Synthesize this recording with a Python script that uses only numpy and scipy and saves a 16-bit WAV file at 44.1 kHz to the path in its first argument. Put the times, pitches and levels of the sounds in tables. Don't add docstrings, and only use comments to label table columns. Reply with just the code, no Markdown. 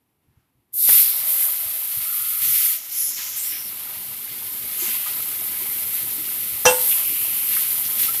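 import sys
import numpy as np
from scipy import signal
from scipy.fft import rfft, irfft, next_fast_len
from scipy.io import wavfile
from scipy.ndimage import map_coordinates

SR = 44100
rng = np.random.default_rng(int(sys.argv[2]) if len(sys.argv) > 2 else 0)


def store_pcm(level_fs):
    pcm = np.round(np.clip(level_fs, -1, 1) * 32767).astype(np.int16)
    wavfile.write(sys.argv[1], SR, np.atleast_2d(pcm).T)


N = 361619
TIME = np.arange(N) / SR


def from_db(db):
    return 10 ** (np.asarray(db) / 20)


def unit_rms(x):
    return x / np.sqrt(np.mean(x ** 2) + 1e-20)


def curve(rows):
    return np.interp(TIME, *np.transpose(rows))


def colour(x, spectrum):
    hz, db = np.transpose(spectrum)
    size = next_fast_len(N + 4096)
    bins_hz = np.maximum(np.arange(size // 2 + 1) * SR / size, 1)
    low_cut = np.minimum(bins_hz / hz[0], 1) ** 2
    gain = from_db(np.interp(np.log(bins_hz), np.log(hz), db))
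    return unit_rms(irfft(rfft(x, size) * low_cut * gain, size)[:N])


def band(x, low_hz, high_hz, order=2):
    high_hz = np.clip(high_hz, 40, .45 * SR)
    low_hz = np.clip(low_hz, 10, .97 * high_hz)
    sos = signal.butter(order, [low_hz, high_hz], "band", fs=SR, output="sos")
    return unit_rms(signal.sosfilt(sos, x))


def resonate(x, hz, width_hz):
    r = np.exp(-np.pi * width_hz / SR)
    feedback = [1, -2 * r * np.cos(2 * np.pi * hz / SR), r * r]
    return signal.lfilter(np.array([1, 0, -1]) * (1 - r * r) / 2, feedback, x + 1e-18)


def drift(rate_hz):
    hop, settle = 40, 2000
    r = np.exp(-2 * np.pi * hop * rate_hz / SR)
    noise = rng.standard_normal(N // hop + settle + 2)
    slow = signal.lfilter([1], [1, -2 * r, r * r], noise)[settle:]
    return np.interp(np.arange(N) / hop, np.arange(len(slow)), unit_rms(slow))


def envelope(start_s, t60_s, swell_s):
    out, first = np.zeros(N), int(start_s * SR)
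    age_s = TIME[:min(N - first, int(2 * t60_s * SR))]
    out[first:first + len(age_s)] = (1 - np.exp(-age_s / swell_s)) * from_db(-60 * age_s / t60_s)
    return out


def tone(start_s, hz, t60_s, swell_s, rise_per_s=0):
    out = envelope(start_s, t60_s, swell_s)
    live = out > 0
    age_s = TIME[live] - start_s
    out[live] *= np.sin(2 * np.pi * hz * age_s * (1 + rise_per_s * age_s / 2))
    return out


def pops(per_s, spread_db):
    sizes = from_db(spread_db * np.minimum(rng.exponential(1, N), 5))
    return unit_rms(sizes * rng.choice([-1, 1], N) * (rng.random(N) < per_s / SR))


# frequency in Hz, level in dB.
STOVE_SPECTRUM = [(25, -22), (55, -12), (110, -1.5), (180, -7), (300, -4), (550, -18), (950, -14.5),
                  (1500, -23), (2200, -20), (6500, -31), (9000, -28), (12000, -17), (15000, -32)]

def stove():
    return from_db(-71 + 0.94 * drift(12)) * colour(rng.standard_normal(N), STOVE_SPECTRUM)


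def kitchen(x, t60_s, wet_db):
    tail = (rng.standard_normal(N) * envelope(0.0031, t60_s, swell_s=0.0034))[:SR // 2]
    tail /= np.sqrt(np.sum(tail ** 2))
    return x + from_db(wet_db) * signal.fftconvolve(x, tail)[:N]


def rustle(peak_s=0.39, width_s=0.12):
    swell = np.exp(-((TIME - peak_s) / width_s) ** 2)
    return from_db(-76) * swell * band(rng.standard_normal(N), 800, 2100, order=1)


# start in seconds, level in dB.
THUD_HITS = [(0.27, -54), (0.36, -54), (0.55, -56), (0.89, -38), (1.195, -49), (1.65, -45), (1.96, -45),
             (2.2, -50), (2.41, -44), (2.465, -38), (3.96, -46), (4.05, -43), (6.52, -43)]

def thuds():
    gain = sum(from_db(db) * envelope(start_s, t60_s=0.21, swell_s=0.008) for start_s, db in THUD_HITS)
    return gain * band(rng.standard_normal(N), 70, 148)


# frequency in Hz, level in dB, then T60, lag and swell in seconds.
METAL_MODES = [(485, -15, .08, 0, .001), (503, -5.5, .3, .001, .009), (563, -21, .16, 0, .001),
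               (662, -19, .15, 0, .001), (720, -25, .2, 0, .001), (856, -12, .23, .003, .008),
               (909, -19, .44, .003, .001), (995, -22, .25, .003, .001), (1035, -24, .27, .003, .001),
               (1240, -13, .05, 0, .001), (1443, -21, .3, .004, .01), (1613, -15, .16, .008, .012),
               (1683, -20, .19, 0, .001), (2704, 0, .115, .011, .015), (3105, -15, .12, .012, .003),
               (5196, -26, .28, 0, .001), (5875, -2, .085, 0, .007), (6404, -15, .11, .002, .006),
               (7877, -22, .17, .001, .005)]
# start in seconds, level in dB, T60 in seconds.
CHATTER_HITS = [(6.653, -12.5, 0.065), (6.659, -15.5, 0.18), (6.683, -23, 0.3)]
# frequency in Hz, level in dB.
CHATTER_SPECTRUM = [(50, -14), (130, 1), (330, -3), (600, 6.5), (1100, 2), (2200, -2.5), (3300, 0.5),
                    (4400, -7), (5600, 0), (8500, -3.5), (13000, -13)]

def knock(start_s=6.652):
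    ringing = sum(from_db(db) * tone(start_s + lag_s, hz, t60_s, swell_s)
                  for hz, db, t60_s, lag_s, swell_s in METAL_MODES)
    ringing *= from_db(0.67 * drift(45))
    contact = sum(from_db(db) * envelope(hit_s, t60_s, swell_s=.001) for hit_s, db, t60_s in CHATTER_HITS)
    return ringing + contact * colour(rng.standard_normal(N), CHATTER_SPECTRUM)


# frequency in Hz, width in Hz, gain in dB.
BOWL_MODES = [(627, 37, 4), (822, 42, -1), (1008, 34, 5.5), (1250, 72, 1.5), (2077, 210, -3.5),
              (3080, 160, -18.5)]

def bowl(x):
    return unit_rms(x + sum(from_db(db) * resonate(x, hz, width_hz) for hz, width_hz, db in BOWL_MODES))


def wetting(build_s, lands_s=0.7235):
    return from_db(np.interp(TIME, [lands_s, lands_s + build_s], [-33, 0], left=-np.inf))


def bubbles(per_s, low_hz, high_hz, cycles, sizes=20):
    clicks = pops(per_s, spread_db=4.5)
    size = rng.integers(0, sizes, N)
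    pitches_hz = np.geomspace(low_hz, high_hz, sizes)
    rings = (resonate(clicks * (size == k), hz, 2 * hz / cycles) for k, hz in enumerate(pitches_hz))
    return unit_rms(sum(rings))


# start in seconds, initial pitch in Hz, level in dB.
BIG_BUBBLES = [(4.822, 344, -28), (4.878, 222, -34.5), (5.058, 1176, -33), (5.615, 353, -36),
               (6.18, 294, -34.5), (7.564, 1250, -29.5), (8.083, 1290, -24.5)]

def glugs():
    return sum(from_db(db) * tone(start_s, hz, t60_s=0.095, swell_s=0.0029, rise_per_s=2.5)
               for start_s, hz, db in BIG_BUBBLES)


def gurgle(pool_forms_s=2.8, pool_full_s=4.58):
    gain = wetting(build_s=0.016) * from_db(curve([(pool_forms_s, -66.5), (pool_full_s, -54)]))
    churn = from_db(2.5 + 2 * drift(10.5)) * pool_noise()
    small_glugs = from_db(-8) * bubbles(per_s=30, low_hz=200, high_hz=480, cycles=18)
    return gain * (churn + small_glugs)


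# frequency in Hz, level in dB.
POOL_SPECTRUM = [(25, -11), (55, -5.5), (100, 2.5), (160, -0.5), (300, -1), (450, -4), (700, -15.5),
                 (1500, -35)]

def pool_noise():
    return colour(pops(per_s=900, spread_db=2.5), POOL_SPECTRUM)


# time in seconds, relative level in dB.
FIRST_STREAM = [(0.98, -55.5), (1.26, -49), (2.11, -55), (2.14, -61.5), (3.12, -60), (3.25, -54),
                (3.66, -56), (3.92, -51), (4.03, -56), (5.1, -50.5), (6.6, -55)]
SECOND_STREAM = [(7.02, -49), (7.064, -54.5), (8.05, -51)]
# frequency in Hz, level in dB.
SPLASH_SPECTRUM = [(250, -14.5), (520, -12), (700, -1), (1000, -1.5), (1300, -2), (1700, -1), (3000, -19.5)]

def splash():
    gain = wetting(build_s=0.17) * from_db(curve(np.vstack([FIRST_STREAM, SECOND_STREAM])))
    drops = pops(per_s=7000, spread_db=2.5)
    trapped = from_db(-12) * bubbles(per_s=820, low_hz=540, high_hz=2400, cycles=21)
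    flutter = from_db(2.5 + 1.36 * drift(12.5))
    return gain * flutter * colour(bowl(drops + trapped), SPLASH_SPECTRUM)


# start in seconds, level in dB, centre in Hz, width in octaves, T60 in seconds.
SPLAT_HITS = [(0.889, -20.5, 1600, 4.1, .09), (3.18, -38.5, 1980, 1.6, .25),
              (3.52, -34.5, 2400, 0.68, 0.37), (5.06, -34.5, 1160, 0.56, 0.11),
              (6.655, -20.5, 8740, 0.23, 0.64), (6.912, -27.5, 2880, 0.51, 0.18),
              (7.564, -31.5, 1710, 0.61, 0.14), (7.85, -30.5, 5300, .4, .1), (8.03, -27.5, 3600, 1.8, 0.18)]

def splats():
    spray, out = pops(per_s=12000, spread_db=1.5), np.zeros(N)
    for start_s, db, hz, octaves, t60_s in SPLAT_HITS:
        edge = 2 ** (octaves / 2)
        out += from_db(db) * envelope(start_s, t60_s, swell_s=0.0011) * band(spray, hz / edge, hz * edge)
    return out


# start in seconds, length in seconds, centre in Hz, width in octaves, peak level in dB.
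NARROW_FLARES = [(0.78, 0.49, 4450, 0.68, -34), (1.1, 0.82, 636, 0.17, -53),
                 (1.978, 0.63, 1308, .28, -47.5), (2.396, 0.51, 6200, .6, -37),
                 (2.893, 0.57, 6160, 0.58, -32.5), (2.961, .16, 11030, 0.33, -21),
                 (3.36, .17, 8270, .45, -31.5), (3.42, .3, 5520, .22, -39), (4.78, .14, 6850, 0.37, -34.5),
                 (4.85, 0.32, 2860, .47, -41), (5.35, 0.8, 2150, .3, -47.5),
                 (6.868, 0.97, 2700, 0.51, -39.5)]

def flares(rise_share=0.23):
    fizz, out = pops(per_s=14000, spread_db=2.5), np.zeros(N)
    for start_s, length_s, hz, octaves, db in NARROW_FLARES:
        power = np.interp((TIME - start_s) / length_s, [0, rise_share, 1], [0, 1, 0])
        edge = 2 ** (octaves / 2)
        out += from_db(db) * np.sqrt(power) * band(fizz, hz / edge, hz * edge, order=6)
    return out


def near_echo(x, delay_s, wander_s, echo_db):
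    echo = map_coordinates(x, [(TIME - delay_s - wander_s * drift(.3)) * SR], order=3)
    return (x + from_db(echo_db) * echo) / np.hypot(1, from_db(echo_db))


# time in seconds, relative hiss level in dB.
SIMMER_LEVELS = [(0.74, -26.5), (1.65, -26), (2.74, -22), (2.8, -35.5), (2.9, -33.5), (3.2, -31.5),
                 (4.25, -31.5), (4.62, -28.5), (5.0, -26), (6.6, -26), (7.0, -23), (8.2, -23)]
# start, rise and hold in seconds, then hiss and fry in dB relative to their simmer levels.
BOIL_SURGES = [(0.73, .22, 0.023, 16, 10.5), (1.222, 0.073, .14, 6, 0), (2.408, .015, 0.23, 3, 3.5),
               (2.908, 0.012, .12, 5.5, 0.5), (3.16, .02, 0.022, -10, 7.5), (3.35, 0.015, .13, 3.5, 1),
               (4.7, 0.11, 0.12, 0, 4.5), (5.05, 0.013, 0.0089, -12, 1.5), (5.705, 0.0078, .005, -2, -6),
               (5.92, 0.016, .005, -1, -1), (6.7, .17, 0.037, 5.5, 1.5), (7.17, 0.036, 0.037, -2.5, -9),
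               (7.45, 0.076, 0.077, 1.5, 1.5), (7.69, .015, .01, -2, -8), (7.96, 0.036, 0.027, 4.5, 3.5)]

def boiling(cooling_t60_s=0.82, usual_simmer_db=-26, fry_follows=0.61):
    hiss_power, fry_power = 1, 1
    for start_s, rise_s, hold_s, hiss_db, fry_db in BOIL_SURGES:
        cooling_s = np.maximum(TIME - start_s - rise_s - hold_s, 0)
        surge = np.clip((TIME - start_s) / rise_s, 0, 1) * from_db(-60 * cooling_s / cooling_t60_s)
        hiss_power += (from_db(hiss_db) * surge) ** 2
        fry_power += (from_db(fry_db) * surge) ** 2
    simmer_db = curve(SIMMER_LEVELS)
    fry_simmer_db = -40 + fry_follows * (simmer_db - usual_simmer_db)
    hiss_gain = wetting(build_s=0.016) * from_db(simmer_db) * np.sqrt(hiss_power)
    fry_gain = wetting(build_s=0.17) * from_db(fry_simmer_db) * np.sqrt(fry_power)
    return hiss_gain, fry_gain


# frequency in Hz, level in dB.
FRY_SPECTRUM = [(500, -37), (1000, -18.5), (1300, -7), (1750, -5), (2100, -0.5), (3100, 2), (4600, 1),
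                (6500, -5), (9000, -3.5), (15000, -7.5)]

def fry(gain):
    crackle = bowl(pops(per_s=9000, spread_db=2.0))
    flutter = from_db(2 + drift(23))
    return gain * flutter * colour(crackle, FRY_SPECTRUM)


# frequency in Hz, level in dB.
STEAM_SPECTRUM = [(3000, -30), (6500, -21.5), (8200, -16), (9600, -9), (11000, -3), (12300, 1.5),
                  (13500, -2), (15400, -11.5)]

def steam(gain):
    hiss = pops(per_s=26000, spread_db=2.5)
    spits = from_db(-14.5) * pops(per_s=450, spread_db=-1.0)
    flutter = from_db(0.4 + 0.68 * drift(18))
    return gain * flutter * colour(hiss + spits, STEAM_SPECTRUM)


def scene():
    hiss_gain, fry_gain = boiling()
    frying = near_echo(fry(fry_gain), delay_s=.004, wander_s=0.0004, echo_db=-11)
    pan = steam(hiss_gain) + frying + flares() + splash() + gurgle()
    pan += splats() + glugs() + thuds() + rustle()
    return np.tile(stove() + kitchen(pan, t60_s=.15, wet_db=-13.5) + knock(), (2, 1))


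def record(dry):
    cutoff_hz = 15550
    low_pass = signal.ellip(14, .1, 100, cutoff_hz, fs=SR, output="sos")
    return signal.sosfilt(low_pass, np.clip(dry, -.92, .92))


dry = scene()
out = record(dry)
store_pcm(out)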